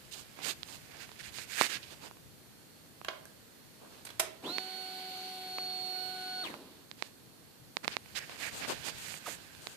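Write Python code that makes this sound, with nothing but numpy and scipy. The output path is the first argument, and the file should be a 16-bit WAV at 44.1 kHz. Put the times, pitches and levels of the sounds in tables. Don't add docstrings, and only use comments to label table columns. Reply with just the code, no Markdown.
import sys
import numpy as np
from scipy import signal
from scipy.io import wavfile
from scipy.ndimage import uniform_filter1d

SR = 44100
rng = np.random.default_rng(int(sys.argv[2]) if len(sys.argv) > 2 else 0)


def master_out(mix):
    frames = np.transpose(np.atleast_2d(mix))
    ceiling = np.clip(frames, -1, 1)
    pcm = np.round(ceiling * 32767).astype(np.int16)
    wavfile.write(sys.argv[1], SR, pcm)


N = 430416
T = np.arange(N) / SR

LOUD_ORDERS = (8, 16, 47)
WEAK_ORDERS = {2: (-67, -66), 4: (-58, -59), 24: (-71, -62), 32: (-72, -60), 43: (-65, -64), 44: (-61, -58),
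               45: (-65, -53), 46: (-69, -59), 48: (-58, -51), 49: (-64, -57), 50: (-72, -65),
               94: (-82, -74), 141: (-75, -63), 142: (-83, -70)}
FINE_ORDERS, FINE_DB = range(25, 43), (-78, -71)
# (time [s], commutator octave left [dB], right [dB], blade tone left [dB], right [dB])
SWAY = [(4.43, -59, -59, -74, -56), (4.465, -61, -56, -55, -44.5), (4.5, -60, -50, -47, -41.5),
        (4.56, -65, -58, -44, -35), (4.61, -75, -55, -53, -44.5), (4.8, -85.5, -54.5, -58, -41.5),
        (5.18, -78, -60, -48.5, -65), (5.42, -81, -58, -47.5, -51), (5.62, -62, -57.5, -39, -39.5),
        (5.84, -71, -73, -45, -36), (5.96, -51, -79, -47, -37.5), (6.07, -52.5, -66, -60, -39),
        (6.18, -48.5, -59, -50.5, -48), (6.43, -46.5, -52, -46, -41), (6.46, -51.5, -49, -45.5, -46),
        (6.56, -66, -74, -74, -68)]
ON_S, OFF_S, REST_S = 4.385, 6.432, 6.56
SPIN_UP_S, SPIN_UP_SHAPE, COAST_S = .064, 1.5, .055
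LOADED_RPS, SAG_RPS, SAG_S = 92.35, 1.86, 1.0
HUM_DB, HUM_LOAD_DB, HUM_SLOW_DB = -52, 5, -23
OVERTONE_LOAD_DB = 14
WALL_HZ, WALL_WIDTH_HZ = 4350, 7

# (time [s], rush level [dB], low boom level [dB])
CHURN = [(4.425, -58, -52), (4.439, -58, -46), (4.49, -48.5, -39.5), (4.53, -50, -53), (4.7, -51.5, -65),
         (6.4, -52, -62), (6.45, -52, -50.5), (6.51, -56, -49), (6.6, -61, -51.5), (6.85, -69, -69)]
# (frequency [Hz], relative level [dB per Hz])
RUSH_SPECTRUM = [(150, -17), (400, -2), (1100, -3.5), (2500, -0.5), (4200, 5), (5600, -8), (14500, -9.5)]
# (frequency [Hz], width [Hz], relative level [dB])
TANK_MODES = [(281, 130, -2.5), (527, 360, -25), (1010, 67, -12)]

# (time [s], nominal peak [dB], treble re level [dB], crack [ms], ring re level [dB],
# pitch of the part struck [Hz])
KEY_CLICKS = [(3.047, -30.5, -8, 1.4, -5, 1300), (3.083, -23, -18, 2.5, -1, 1110),
              (3.254, -43.5, 4, 0.66, -3, 1612), (4.05, -42, 4, 3.2, 13, 8500),
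              (4.065, -39.5, -2, 4.6, -6, 4200), (4.09, -38, -10, 1.7, -10, 3200),
              (4.102, -42, -4, 3.2, 7, 3300), (4.195, -19, 2, 3.8, -5, 700)]
# (frequency [Hz], relative level [dB], t60 [s])
LOCK_MODES = [(363, -1, 0.24), (645, -1.5, 0.15), (700, -2, 0.15), (1020, -13, 0.27), (1137, 4.5, 0.028),
              (1610, 9, 0.025), (3350, 4, 0.024), (4070, -2, 0.05), (8500, 9, 0.012)]

# (time of the middle [s], length [ms], level [dB], left-right [dB],
# then re that level: upper middle [dB], treble [dB], bass [dB])
STROKES = [(0.134, 36, -57.5, -25, 12, 12, -8), (0.18, 82, -56.5, -27, 7, 6, 1),
           (0.413, 78, -49.5, -11, -5, -11, -1), (0.478, 89, -39, -29, 4, 1.5, -6),
           (0.721, 100, -54.5, -25, 5, 4, -0.5), (0.954, 118, -52.5, -25, -5.5, -20, -1.5),
           (1.026, 59.26, -47.5, -25, 0, -5.5, -7), (1.205, 27, -43.5, -23, -2, -7, -24),
           (1.264, 66.96, -48, -21, 0.5, -4, -11), (1.391, 104, -44.5, -33, 0.5, -1.5, -12.5),
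           (1.56, 122, -40.5, -33, -1.5, -5, -14), (1.623, 99, -31.5, -37, -1.5, -3, -11),
           (1.731, 83, -38, -36, 0, -5.5, -11.5), (1.836, 22.22, -59, -25, 11, -10, -10),
           (1.924, 39.81, -53, -21, 3, -4, 2), (2.05, 68.6, -53, -12, 3.5, -3, 3.5),
           (3.85, 79.7, -68.5, -4, -1, -4, 14.5), (3.96, 140.4, -66, -4.5, 4, -2, 7),
           (7.034, 111.2, -59, -25, 3.5, -1, -3), (7.846, 23.76, -45, -11, -5, -11, 3),
           (7.92, 79.92, -48, -10, -0.5, -7, -5.5), (7.933, 27.78, -47.5, 25, 4, -16, -10),
           (8.173, 37.6, -33.5, -18, 0, -7, -12), (8.22, 55, -44.5, -8, -7.5, -14, -9),
           (8.325, 86, -53.5, -1, -2, -9, -2), (8.447, 96, -38.5, -12.5, -3, -6.5, -7.5),
           (8.58, 100, -50.5, 6, 2, 3, 3.5), (8.641, 46, -36, -20, -6.5, -17, -7),
           (8.704, 51, -44, 25, 5.5, 3.5, 9), (8.713, 66.67, -42.5, -25, -12, -11, 1.5),
           (8.876, 59.5, -41, -25, 3.5, 0, -2.5), (9.01, 83.33, -56, 3, 5, 6, -10),
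           (9.103, 138, -47, -18, 1, 2, -6.5), (9.306, 94, -45, -29, -0.5, 2.5, -6.5),
           (9.68, 140, -62.5, 7, 5.5, 7.5, 3)]
# (from [Hz], to [Hz])
STROKE_BANDS = [(1520, 2590), (2730, 5090), (6360, 8880), (170, 1100)]
UNEVEN_DB, UNEVEN_S = 1.4, .015
# (time [s], low rumble [dB], faint steady rubbing by the right port [dB])
GRIP = [(0, -59.5, -62.5), (1.9, -59, -57), (2.3, -62.5, -79), (4.2, -62, -67), (4.8, -70, -72),
        (6.3, -66, -73), (7.7, -64, -93), (8.1, -59.5, -59.5), (8.7, -57, -48.5), (9.76, -61, -60.5)]

# (nominal time [s], nominal peak [dB], treble re level [dB], bass re level [dB])
TICKS = [(0.389, -49.5, -12, 16), (0.631, -55.5, 31, -30), (1.091, -49, -5, 7), (1.116, -52, 12, 12),
         (1.3848, -38.5, 5, 0), (1.6112, -23.5, 7.5, 15.5), (1.619, -22, 2, -12), (1.665, -41.5, 16, -23),
         (2.1108, -53, 3, 16.5), (2.169, -56.5, 3, 10), (3.014, -49, -15, 15.5), (4.5825, -25, 0.5, -5),
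         (5.5836, -33, -10, 6.5), (6.54, -42.5, -12, 13), (6.9131, -42.5, 12.5, -3),
         (7.0232, -25.5, 2.5, -0.5), (7.7682, -26, 5.5, 0), (7.8452, -33, 0, -11), (7.8785, -23, 5, 1.5),
         (7.9668, -25, 2, 1.5), (8.059, -47.5, -8, -5), (8.295, -40.5, -4, 3), (8.366, -48, -5, 5),
         (9.1403, -36, -10, -32), (9.549, -55.5, 15, -26), (9.6696, -35, 9, 1)]
# (frequency [Hz], relative level [dB], t60 [s])
TICK_MODES = [(1110, 5, 0.0038), (2286, 13, 0.0026), (3750, 9, 0.0018), (6940, -26, 0.009)]
TICK_FAR_DB = -27.5
# (time [s], pitch [Hz], level [dB])
CREAK = [(9.261, 1360, -45), (9.268, 1170, -43.5), (9.277, 696, -39.5), (9.291, 636, -47),
         (9.297, 270, -54), (9.318, 239, -56)]

# (frequency [Hz], relative level [dB per Hz])
RUMBLE_SPECTRUM = [(20, -15), (50, -6.5), (100, -4), (119, -0.5), (140, -1), (200, -12), (320, -26.5)]
# (frequency [Hz], relative level [dB per Hz])
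HUSH_SPECTRUM = [(120, -33), (200, 2), (509, -5), (556, -7), (1270, -13.5), (1630, -12), (2260, -17),
                 (4310, -17), (5640, -21), (14600, -20)]
HUSH_DB = -60.5
# (frequency [Hz], correlation)
HUSH_SAME = [(60, 0.2), (380, 0.2), (2380, 0.021), (15000, 0.03)]
# (frequency [Hz], left-right [dB])
HUSH_TILT = [(60, 3), (240, -1.5), (950, 1.5), (3770, -11.5), (15000, -9.5)]
# (frequency [Hz], width [Hz], level [dB], heard from [s])
FAINT_TONES = [(1570, 54, -65, 8.5), (4350, 90, -71.5, 2)]

# (frequency [Hz], t60 [s])
GARAGE_T60 = [(250, 0.81), (1000, 0.49), (4000, 0.36), (12000, 0.19)]
EDGE_HZ = 14550


def amp(db):
    return 10 ** (np.asarray(db) / 20)


def evened(x):
    return x / np.sqrt(np.mean(x ** 2, axis=-1, keepdims=True) + 1e-20)


def read(points, hz):
    point_hz, value = np.transpose(points)
    return np.interp(np.log(hz + 1), np.log(point_hz + 1), value)


def add(mix, s, sound):
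    part = mix[:, round(s * SR):][:, :sound.shape[1]]
    part += sound[:, :part.shape[1]]


def butter(x, order, hz, kind):
    return signal.sosfilt(signal.butter(N=order, Wn=hz, btype=kind, fs=SR, output="sos"), x)


def band(x, lo_hz, hi_hz):
    return evened(butter(x, 3, [lo_hz, hi_hz], "band"))


def resonate(x, hz, width):
    turn = np.exp(2j * np.pi * np.cumsum(hz * np.ones(x.shape[-1])) / SR)
    r = np.exp(-np.pi * width / SR)
    return 2 * (turn * signal.lfilter([1 - r], [1, -r], x / turn)).real


def ring(modes, weights_db, t):
    total = 0
    for (hz, db, t60), weight_db in zip(modes, weights_db):
        total = total + amp(db + weight_db - 60 * t / t60) * np.sin(2 * np.pi * hz * t)
    return total


def wander(t, top_hz):
    hz = np.geomspace(.6, top_hz, num=10)[:, None]
    sines = np.sin(2 * np.pi * (hz * t + rng.random((2, 10, 1))))
    return evened((sines / np.sqrt(hz)).sum(axis=1))


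def coloured(spectrum, same, tilt, patchy_db):
    frames, hz = N // 256 + 5, np.fft.rfftfreq(1024, 1 / SR)
    a, b, c, d, patches = rng.standard_normal((frames, 513, 5)).T
    patches = uniform_filter1d(uniform_filter1d(patches, size=12, axis=0), size=14, axis=1)
    level_db = read(spectrum, hz)[:, None] + patchy_db * patches / patches.std()
    same = np.clip(read(same, hz), -1, 1)[:, None]
    half_tilt = amp(read(tilt, hz)[:, None] / 2)
    left = a + 1j * b
    right = same * left + np.sqrt(1 - same ** 2) * (c + 1j * d)
    z = np.array([left * half_tilt, right / half_tilt]) * amp(level_db)
    x = signal.istft(z, nperseg=1024, noverlap=768)[1][:, :N]
    return x / x.mean(axis=0).std()


def garage(x):
    taps = np.zeros((2, SR // 2))
    at = np.arange(200, SR // 2 - 20, 20) + rng.integers(0, 20, (2, (SR // 2 - 201) // 20))
    np.put_along_axis(taps, at, rng.choice([-1., 1.], at.shape), 1)
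    hz, t, z = signal.stft(taps, SR, nperseg=256)
    tail = signal.istft(z * amp(-60 * t / read(GARAGE_T60, hz)[:, None]), SR, nperseg=256)[1]
    return signal.oaconvolve(x, tail / np.linalg.norm(tail[0]), axes=1)[:, :N]


def pump():
    s, *sway_db = np.transpose(SWAY)
    t = np.arange(s[0], REST_S, 1 / SR)
    load = 1 - np.exp(-(np.minimum(t, OFF_S) - ON_S) / SAG_S)
    spin_up = 1 - np.exp(-((t - ON_S) / SPIN_UP_S) ** SPIN_UP_SHAPE)
    spin = spin_up / (1 + np.maximum(t - OFF_S, 0) / COAST_S)
    slow = 1 - spin
    angle = 2 * np.pi * np.cumsum(spin * (LOADED_RPS + SAG_RPS * (1 - load))) / SR

    hum_db = HUM_DB + HUM_LOAD_DB * load + HUM_SLOW_DB * slow + np.zeros((2, 1))
    octave_db, blade_db = np.reshape([np.interp(t, s, c) for c in sway_db], (2, 2, -1))
    tones = 0
    for k, db in zip(LOUD_ORDERS, [hum_db, octave_db, blade_db]):
        apart = np.array([[0], [np.exp(-400 / k ** 2) * np.pi / 2]])
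        shake = evened(uniform_filter1d(rng.standard_normal((2, len(t))), size=260))
        level = amp(db + 28 * np.clip(slow, 0, .25) * shake)
        tones = tones + level * np.sin(k * angle + apart + 6.5 * slow * shake[::-1])

    for k, db in WEAK_ORDERS.items():
        short = np.exp(-400 / k ** 2)
        fade = np.repeat(wander(t[::100], top_hz=3), 100, axis=1)[:, :len(t)]
        fade_db = (1 + 3 * short) * uniform_filter1d(fade, size=100)
        level = amp(np.array(db)[:, None] + fade_db - 18 * slow - 2 * short)
        if k > 1.5 * LOUD_ORDERS[-1]:
            level = level * amp(OVERTONE_LOAD_DB * (load - .55))
        phase = 2 * np.pi * (rng.random() + short * rng.random((2, 1)))
        tones = tones + level * np.sin(k * angle + phase)

    for k in FINE_ORDERS:
        level = amp(np.array(FINE_DB)[:, None] + 3 * rng.standard_normal((2, 1)) - 30 * slow)
        tones = tones + level * np.sin(k * angle + 2 * np.pi * rng.random((2, 1)))
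    out = np.zeros((2, N))
    add(out, s[0], np.sqrt(2) * tones * signal.windows.tukey(len(t), .01))
    return out


def pump_echo(whine):
    treble = butter(whine, 2, 2500, "high")
    return amp(-14) * garage(treble) + amp(-3) * resonate(whine, WALL_HZ, WALL_WIDTH_HZ)


def churn():
    s, rush_db, boom_db = np.transpose(CHURN)
    same, tilt = [(300, 0.17), (1400, 0)], [(500, 9.5), (2000, -5), (9000, -4.5)]
    rush = coloured(RUSH_SPECTRUM, same, tilt, patchy_db=1.5)
    boom = sum(amp(db) * resonate(rng.standard_normal(N), hz, width) for hz, width, db in TANK_MODES)
    boom = band(boom, 154, 1560)
    rush_level = amp(np.interp(T, s, rush_db, -140, -140))
    boom_level = amp(np.interp(T, s, boom_db, -140, -140))
    return rush_level * rush + boom_level * boom


def key():
    out, t = np.zeros((2, N)), np.arange(SR // 4) / SR
    lock_hz = np.transpose(LOCK_MODES)[0]
    for s, db, treble_db, crack_ms, ring_db, hz in KEY_CLICKS:
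        noise = rng.standard_normal((2, len(t)))
        u = 1000 * t / crack_ms
        crack = band(noise, 364, 3900) + amp(treble_db) * band(noise, 4700, 13600)
        crack = crack * u * np.exp(1 - u)
        weights_db = -13 * abs(np.log2(lock_hz / hz))
        ringing = amp(ring_db) * np.minimum(u, 1) * ring(LOCK_MODES, weights_db, t)
        add(out, s, amp(db - 7.5) * (crack + ringing) * amp([[-3], [3]]))
    return out + amp(-8) * garage(out)


def fingers():
    grain_db = 1.37 * evened(uniform_filter1d(rng.standard_normal((2, N)), size=60))
    grit = rng.standard_normal((2, N)) * amp(grain_db)
    parts = np.array([band(grit, lo_hz, hi_hz) for lo_hz, hi_hz in STROKE_BANDS])
    parts[2] += .55 * band(grit, 8800, 14500)

    power = np.zeros((4, 2, N))
    s, _, steady_db = np.transpose(GRIP)
    power[:, 1] = amp(np.interp(T, s, steady_db) + np.array([[0], [1], [-4], [-5]])) ** 2
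    for s, length_ms, db, pan_db, *relative_db in STROKES:
        near = slice(max(round((s - .3) * SR), 0), round((s + .3) * SR))
        ms = 1000 * (T[near] - s)
        port_db = np.minimum([[pan_db], [-pan_db]], 0)
        shape_db = db - 6 * abs(2 * ms / length_ms) ** 3.94 + port_db
        power[:, :, near] += amp(shape_db + np.array([0, *relative_db])[:, None, None]) ** 2

    coarse = rng.standard_normal((4, 2, round(N / SR / UNEVEN_S) + 2))
    steps = np.arange(coarse.shape[-1])
    uneven = np.array([[np.interp(T / UNEVEN_S, steps, c) for c in pair] for pair in coarse])
    close = (np.sqrt(power) * amp(UNEVEN_DB * uneven) * parts).sum(axis=0)
    return close + amp(-21) * garage(close[::-1])


def ticks():
    out, t = np.zeros((2, N)), np.arange(1000) / SR
    for s, db, treble_db, bass_db in TICKS:
        snap = -ring(TICK_MODES, (bass_db, 0, treble_db, treble_db), t) * (1 - np.exp(-t / 6e-5))
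        snap = butter(snap, 2, 230, "high")
        add(out, s + 0.001117, amp(db + 3.5 + np.array([[TICK_FAR_DB], [0]])) * snap)
    return out


def creak():
    s, hz, db = np.transpose(CREAK)
    t = np.arange(s[0], s[-1], 1 / SR)
    hz, noise = np.interp(t, s, hz), rng.standard_normal(len(t))
    tone = np.sin(2 * np.pi * np.cumsum(hz) / SR)
    rough = 0.8 * evened(resonate(noise, hz, 300))
    overtone = .3 * evened(resonate(noise, 2.6 * hz, 500))
    out = np.zeros((2, N))
    add(out, s[0], amp(np.interp(t, s, db)) * (tone + rough + overtone) * amp([[-1], [3]]))
    return out


def hand_rumble():
    s, rumble_db, _ = np.transpose(GRIP)
    same, tilt = [(60, 0.15), (200, 0.17)], [(40, 6.3), (200, 6)]
    return amp(np.interp(T, s, rumble_db)) * coloured(RUMBLE_SPECTRUM, same, tilt, patchy_db=1.9)


def hush():
    out = amp(HUSH_DB) * coloured(HUSH_SPECTRUM, HUSH_SAME, HUSH_TILT, patchy_db=0)
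    for hz, width, db, since in FAINT_TONES:
        fade_in = np.clip((T - since) / .4, 0, 1)
        out += amp(db) * fade_in * evened(resonate(rng.standard_normal((2, N)), hz, width))
    return out


def scene():
    whine = pump()
    machine = whine + pump_echo(whine) + churn() + key()
    handling = fingers() + ticks() + creak() + hand_rumble()
    return machine + handling + hush()


def record(dry):
    thin = butter(dry, 2, 70, "high")
    band_limit = signal.firwin(511, EDGE_HZ, window=("kaiser", 9), fs=SR)
    return signal.oaconvolve(thin, band_limit[None], "same")


dry = scene()
out = record(dry)
master_out(out)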